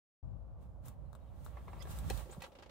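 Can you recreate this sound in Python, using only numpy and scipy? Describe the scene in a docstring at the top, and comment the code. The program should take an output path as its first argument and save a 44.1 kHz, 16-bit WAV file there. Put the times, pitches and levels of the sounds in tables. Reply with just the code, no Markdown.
"""An open field, a rubber-powered model plane held up and thrown an arm's length from the microphone.
Close in, a sleeve rustles and fingers tick, creak and squeak on the hollow wooden frame. The plane snaps
free and flies off, its unwinding rubber and propeller shaft rattling once a turn.
Light wind rumbles on the microphone; behind it lie a distant hush and one far bird."""
import sys
import numpy as np
from scipy import signal
from scipy.io import wavfile
from scipy.ndimage import uniform_filter1d

SR = 44100
rng = np.random.default_rng(int(sys.argv[2]) if len(sys.argv) > 2 else 0)


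def generate_wav(sig):
    """Save sig (samples, or channels by samples) to the path in sys.argv[1] as 16-bit PCM at SR."""
    pcm = np.round(np.clip(np.atleast_2d(sig).T, -1, 1) * 32767).astype(np.int16)
    wavfile.write(sys.argv[1], SR, pcm)


N = 119070
T = np.arange(N) / SR

# wind on the microphone (time [s], level [dB], left over right [dB])
WIND_GUSTS = [(.23, -43.5, 8), (.375, -45, 13), (.43, -48.5, 6.5), (.6, -50, -2), (.76, -49.5, -6),
              (.89, -48, -8.5), (.95, -54, -2), (1.02, -45, -10), (1.16, -52.5, -7), (1.53, -46.5, -5.5),
              (1.66, -50, 2), (1.82, -47, 3.5), (2.08, -38, -6), (2.15, -37, -18), (2.3, -54, -8),
              (2.42, -54, -14), (2.5, -69, -5), (2.7, -59, -17)]
# its rumble (frequency [Hz], relative level [dB])
WIND_SPECTRUM = [(30, -31), (42, -12), (55, 5), (80, -3), (115, -8), (170, -14), (260, -26.5), (450, -44),
                 (1200, -77), (4000, -87)]
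# distant hush of the field (frequency [Hz], relative level [dB])
HUSH_SPECTRUM = [(250, 0.5), (410, -5), (550, 3.5), (800, -2), (1200, -11), (1900, -28.5), (3500, -35),
                 (8000, -41.5), (16000, -44)]

# sleeve rubbing as the arm moves (time [s], level [dB])
SLEEVE_LEVELS = [(.56, -102), (.625, -77), (.68, -87.5), (.81, -92), (.853, -67), (.885, -68), (.97, -89),
                 (1.32, -81.5), (1.365, -77), (1.47, -67), (1.53, -75.5), (1.7, -72.5), (1.865, -66.5),
                 (1.912, -52.5), (1.942, -59), (1.972, -56.5), (2.02, -63.5), (2.065, -59.5),
                 (2.105, -54.5), (2.2, -55), (2.27, -69), (2.335, -64), (2.385, -70), (2.45, -68),
                 (2.5, -76.5), (2.7, -88)]
# its bright swish (frequency [Hz], relative level [dB])
SLEEVE_SPECTRUM = [(200, -13.5), (600, 8.5), (1200, 9), (2200, 0), (3700, 1), (5200, -2), (9000, 1),
                   (10000, -2.5), (16000, -1)]
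# hand rubbing on the frame, then the flying plane's faint steady patter (time [s], level [dB])
SLIP_LEVELS = [(.55, -90), (.625, -73.5), (.79, -93), (.865, -61), (.97, -78.5), (1.4, -69.5),
               (1.58, -61.5), (1.64, -67.5), (1.75, -59.5), (1.9, -61), (2.05, -58), (2.14, -65),
               (2.2, -52), (2.26, -68.5), (2.7, -71)]
# its dull tone (frequency [Hz], relative level [dB])
GRIP_SPECTRUM = [(350, 3), (440, -1.5), (550, 6.5), (800, 1), (1150, 2), (1500, -9.5), (2200, -11.5),
                 (3700, -17.5), (5000, -31), (16000, -48.5)]

# finger ticks (time [s], body [dB], crack [dB], crack decay [ms], crack left over right [dB])
FINGER_TICKS = [(0.8832, -37, -68, 1.6, 18), (1.131, -34.5, -70, 0.71, 31), (1.1514, -34, -56.5, 0.97, 5.5),
                (1.4636, -28, -61, 1.6, 12), (1.8233, -37, -47.5, 1.8, -20), (1.9873, -40, -41.5, 0.61, 4),
                (2.1, -39, -38.5, 2.9, 1), (2.175, -47, -45, 1.3, -6), (2.3478, -34.5, -66, .8, 14),
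                (2.4214, -36.5, -49, 3.9, 3), (2.4647, -32, -58.5, 0.92, 11)]
# woody body of a tick (frequency [Hz], relative level [dB])
BODY_SPECTRUM = [(200, -12), (700, -1.5), (1150, 6.5), (1500, -0.5), (2000, -23), (3000, -35), (3750, -7.5),
                 (4600, -21), (16000, -56)]
# bright crack of a tick (frequency [Hz], relative level [dB])
CRACK_SPECTRUM = [(300, -35), (1400, -6.5), (2500, 0), (3800, 3), (5500, -2), (8500, 9), (10000, -2),
                  (14000, 0.5), (16000, -2)]
# skin scraping the covering (time [s], hold [s], level [dB], left over right [dB])
SKIN_SCRAPES = [(0.856, 0.0023, -56.5, 17), (0.861, 0.016, -64, -2), (0.8813, 0.0032, -51.5, 9),
                (1.129, 0.00057, -62.5, 6), (1.445, 0.01, -60.5, -1), (2.313, 0.023, -79, 6)]
# their crisp hiss (frequency [Hz], relative level [dB])
SCRAPE_SPECTRUM = [(4000, -13.5), (6500, 1), (11500, 1.5), (14000, 2)]
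# creaks of the gripped frame (time [s], level [dB], decay of the push [ms])
FRAME_CREAKS = [(1.568, -51, 11.5), (1.679, -49, 11), (1.731, -45.5, 3.4), (1.853, -46.5, 3.5),
                (1.871, -45.5, 3.5)]
# modes a creak rings (frequency [Hz], relative level [dB], T60 [s])
FRAME_MODES = [(599, -9.5, 0.071), (773, 4, 0.018), (1030, 4, 0.018), (1120, -7.5, 0.022),
               (1690, -7, 0.016), (2070, -9, 0.035), (3550, -16, 0.021)]

# far bird (time [s], starting pitch [Hz], level [dB])
BIRD_NOTES = [(1.04, 4300, -92.5), (1.195, 4000, -86.5), (1.242, 3250, -87), (1.255, 3930, -87.5)]
# close squeaks (time [s], length [s], start [Hz], end [Hz], level [dB], left over right [dB])
SLIP_SQUEAKS = [(1.787, 0.049, 4900, 5170, -65, -8), (1.802, 0.022, 1950, 2160, -59.5, -11),
                (1.815, 0.018, 3324, 3430, -55.5, -8), (2.307, 0.017, 6600, 7460, -59.5, 4),
                (2.31, 0.032, 7900, 8570, -59, 11)]
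# jolts of the fuselage (time [s], level of the push [dB], decay [ms], band centre [Hz])
FUSELAGE_JOLTS = [(2.099, -39, 8, 2900), (2.105, -43.5, 3.5, 690), (2.419, -46.5, 7.7, 2240)]
# hollow fuselage (frequency [Hz], relative level [dB], T60 [s])
FUSELAGE_MODES = [(366, -15, 0.19), (555.6, 10, 0.065), (786, 6, 0.03), (912, 8, 0.02), (1200, -9, 0.022),
                  (1840, -24, 0.038), (1960, 2.5, 0.022), (2596, 2, 0.021), (3120, 5, 0.0045),
                  (4230, 0.5, 0.012)]
# propeller turns (time [s], thrum [dB], rattle [dB])
PROPELLER_TURNS = [(2.254, -54, -67), (2.292, -52.5, -63.5), (2.323, -63, -60.5), (2.366, -55, -87),
                   (2.403, -64, -59.5), (2.436, -51.5, -49.5), (2.477, -62.5, -78), (2.518, -62, -67),
                   (2.551, -58.5, -62), (2.586, -57.5, -60), (2.622, -62, -56.5), (2.659, -59.5, -65.5),
                   (2.693, -69, -59.5)]
# rattle of rubber and shaft (frequency [Hz], relative level [dB])
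RATTLE_SPECTRUM = [(300, -13), (900, 12.5), (3500, 6), (5000, 0.5), (6500, -3.5), (16000, -24.5)]

FRAME_LIKENESS = 0.62  # left-right correlation of the frame's sounds at the microphone
SNAP_RISE_S = 0.00097


def amp(db):
    """Decibels to gain."""
    return 10 ** (np.asarray(db) / 20)


def unit(x):
    """Scales to rms 1."""
    return x / np.sqrt(np.mean(x ** 2) + 1e-20)


def curve(rows, column=1):
    """One column of a timed table, at every sample."""
    rows = np.array(rows)
    return np.interp(T, rows[:, 0], rows[:, column])


def pan(db):
    """Left and right gains of constant power, the left louder by db."""
    gains = np.array([amp(db / 2), amp(-db / 2)]).reshape(2, -1)
    return gains / np.sqrt((gains ** 2).mean(0))


def add(mix, s, sound):
    """Mixes a stereo sound in at s seconds."""
    part = mix[:, round(s * SR):][:, :sound.shape[1]]
    part += sound[:, :part.shape[1]]


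def pair(three, likeness):
    """Two channels correlated by likeness, from one shared and two separate signals."""
    return np.sqrt(likeness) * unit(three[0]) + np.sqrt(1 - likeness) * unit(three[1:])


def noise(likeness):
    """Stereo white noise."""
    return pair(rng.standard_normal((3, N)), likeness)


def grains(per_s, spread_db, likeness):
    """Dense random slips of uneven size."""
    sizes = amp(spread_db * np.minimum(rng.exponential(1, N), 4))
    slips = rng.random(N) < per_s / SR
    return pair(sizes * slips * rng.choice([-1., 1.], (3, N)), likeness)


def colour(x, spectrum, size=8192):
    """Minimum-phase filter of unit energy with the given spectrum."""
    hz, db = np.transpose(spectrum)
    bins_hz = abs(np.fft.fftfreq(size, 1 / SR))
    log_gain = np.log(amp(np.interp(np.log(bins_hz + 1), np.log(hz), db)))
    response = np.exp(np.conj(signal.hilbert(log_gain)))
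    taps = np.fft.ifft(response).real[:size // 2]
    return signal.fftconvolve(x, taps[None] / np.linalg.norm(taps), axes=1)[:, :N]


def ring(x, modes):
    """Rings a table of damped modes, with unit energy."""
    t = T[:SR // 5]
    taps = sum(amp(db - 60 * t / t60) * np.sin(2 * np.pi * hz * t) for hz, db, t60 in modes)
    return signal.fftconvolve(x, taps[None] / np.linalg.norm(taps), axes=1)[:, :N]


def burst(source, s, decay_s, rise_s=SNAP_RISE_S, hold_s=0):
    """The source from s seconds on, under a rise, hold and decay that alone set its energy."""
    t = T[:SR // 12]
    shape = np.minimum(t / rise_s, 1) * np.exp(-np.maximum(t - rise_s - hold_s, 0) / decay_s)
    piece = np.roll(source, -round(s * SR), 1)[:, :len(t)] * shape
    return unit(piece) * np.sqrt(np.mean(shape ** 2))


def whistle(length_s, from_hz, to_hz, width_hz):
    """A narrow band of noise gliding in pitch, with soft edges."""
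    n = round(length_s * SR)
    pole = np.exp(-np.pi * width_hz / SR)
    waver = signal.lfilter([1], [1, -pole], noise(0.45) + 1j * noise(0.24))[:, -n:]
    glide = np.exp(2j * np.pi * np.cumsum(np.linspace(from_hz, to_hz, n)) / SR)
    return np.sqrt(np.hanning(n)) * unit((waver * glide).real)


def wind():
    """Light wind buffets each port of the microphone separately."""
    rumble = colour(noise(likeness=0.0079), WIND_SPECTRUM)
    running_rms = np.sqrt(uniform_filter1d(rumble ** 2, size=3000, axis=1) + 1e-9)
    return rumble / running_rms * amp(curve(WIND_GUSTS)) * pan(curve(WIND_GUSTS, column=2))


def hush(level_db=-65):
    """The steady, soft noise of the field in the distance."""
    return amp(level_db) * colour(noise(likeness=0.5), HUSH_SPECTRUM)


def rustle():
    """At arm's length, the sleeve rubs in a smooth swish and the grip in tiny, dull slips; once the plane
    flies, the same slips run on as its faint steady patter."""
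    sleeve = colour(noise(likeness=0.04), SLEEVE_SPECTRUM)
    grip = colour(grains(per_s=5000, spread_db=1, likeness=FRAME_LIKENESS), GRIP_SPECTRUM)
    return sleeve * amp(curve(SLEEVE_LEVELS)) + grip * amp(curve(SLIP_LEVELS))


def fingers():
    """Close up, fingers tick on the light wooden frame, scrape its covering and make it creak."""
    body, crack, scrape, creak = np.zeros((4, 2, N))
    push, grit = noise(FRAME_LIKENESS), noise(likeness=0.13)
    for s, body_db, crack_db, decay_ms, side_db in FINGER_TICKS:
        add(body, s, amp(body_db) * pan(side_db / 2))  # one impulse, nearer the centre than its crack
        add(crack, s, amp(crack_db) * pan(side_db) * burst(grit, s, decay_ms / 1000))
    for s, hold_s, db, side_db in SKIN_SCRAPES:
        add(scrape, s, amp(db) * pan(side_db) * burst(grit, s, decay_s=SNAP_RISE_S, hold_s=hold_s))
    for s, db, decay_ms in FRAME_CREAKS:
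        force = burst(push, s, decay_ms / 1000, rise_s=0.0016)
        add(creak, s, amp(db) * ring(force, FRAME_MODES))
    ticks = colour(body, BODY_SPECTRUM) + colour(crack, CRACK_SPECTRUM)
    return ticks + colour(scrape, SCRAPE_SPECTRUM) + creak


def bird(note_s=0.061, fall=0.088):
    """Far off, a faint twitter of falling notes, blurred by the trees."""
    out = np.zeros((2, N))
    for s, hz, db in BIRD_NOTES:
        add(out, s, amp(db) * whistle(note_s, hz, hz * (1 - fall), width_hz=70))
    return out


def squeaks():
    """Brief, rising stick-slip whistles near the microphone."""
    out = np.zeros((2, N))
    for s, length_s, from_hz, to_hz, db, side_db in SLIP_SQUEAKS:
        add(out, s, amp(db) * pan(side_db) * whistle(length_s, from_hz, to_hz, width_hz=140))
    return out


def jolts(crack_db=-2.5):
    """The frame cracks and rings as it snaps free of the hand, and again as the rubber jerks in flight."""
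    force, push = np.zeros((2, N)), noise(FRAME_LIKENESS)
    for s, db, decay_ms, hz in FUSELAGE_JOLTS:
        band = signal.lfilter(*signal.butter(2, [hz / 2, hz * 2], "band", fs=SR), push)
        add(force, s, amp(db) * burst(band, s, decay_ms / 1000))
    return amp(crack_db) * force + ring(force, FUSELAGE_MODES)


def propeller(thrum_top_hz=690, rise_s=0.0015, hold_s=0.0034):
    """Once a turn, the unwinding rubber and the shaft rattle and shake the hollow fuselage."""
    thrum, rattle = np.zeros((2, 2, N))
    force = signal.lfilter(*signal.butter(2, thrum_top_hz, fs=SR), noise(likeness=0.99))
    shake = ring(force, FUSELAGE_MODES)
    chatter = grains(per_s=2500, spread_db=1.7, likeness=0.11)
    for s, thrum_db, rattle_db in PROPELLER_TURNS:
        add(thrum, s, amp(thrum_db) * burst(shake, s, decay_s=0.014, rise_s=rise_s, hold_s=hold_s))
        add(rattle, s, amp(rattle_db) * burst(chatter, s, decay_s=0.013, rise_s=rise_s, hold_s=hold_s))
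    return thrum + colour(rattle, RATTLE_SPECTRUM)


def bump(at_s=2.374, length_s=0.0171, hz=154.5, level_db=-39.5):
    """One soft, low bump, dead centre, just after the throw."""
    out = np.zeros((2, N))
    t = np.arange(0, length_s, 1 / SR)
    pulse = np.hanning(len(t)) * np.sin(2 * np.pi * hz * t)
    add(out, at_s, amp(level_db) * pan(0) * pulse)
    return out


def scene(scatter_db=-5.5, scatter_t60_s=0.064):
    """Close sounds with a short scatter off body and ground; wind, bump and distance stay dry."""
    near = rustle() + fingers() + squeaks() + jolts() + propeller()
    t = T[:SR // 4]
    tail = rng.standard_normal((2, len(t))) * amp(-60 * t / scatter_t60_s) * (t > .002)
    scatter = signal.fftconvolve(near, tail / np.linalg.norm(tail[0]), axes=1)[:, :N]
    return near + amp(scatter_db) * scatter + wind() + bump() + hush() + bird()


def record(dry, start_s=0.228, bass_cut_hz=29.3, top_hz=15800):
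    """Silence at first; then the microphone's bass cut and band limit."""
    begun = dry * np.clip((T - start_s) / .002, 0, 1)
    bass_cut = signal.butter(4, bass_cut_hz, "high", fs=SR, output="sos")
    band_limit = signal.firwin(511, top_hz, window=("kaiser", 9), fs=SR)
    return signal.oaconvolve(signal.sosfilt(bass_cut, begun), band_limit[None], "same")


dry = scene()
out = record(dry)
generate_wav(out)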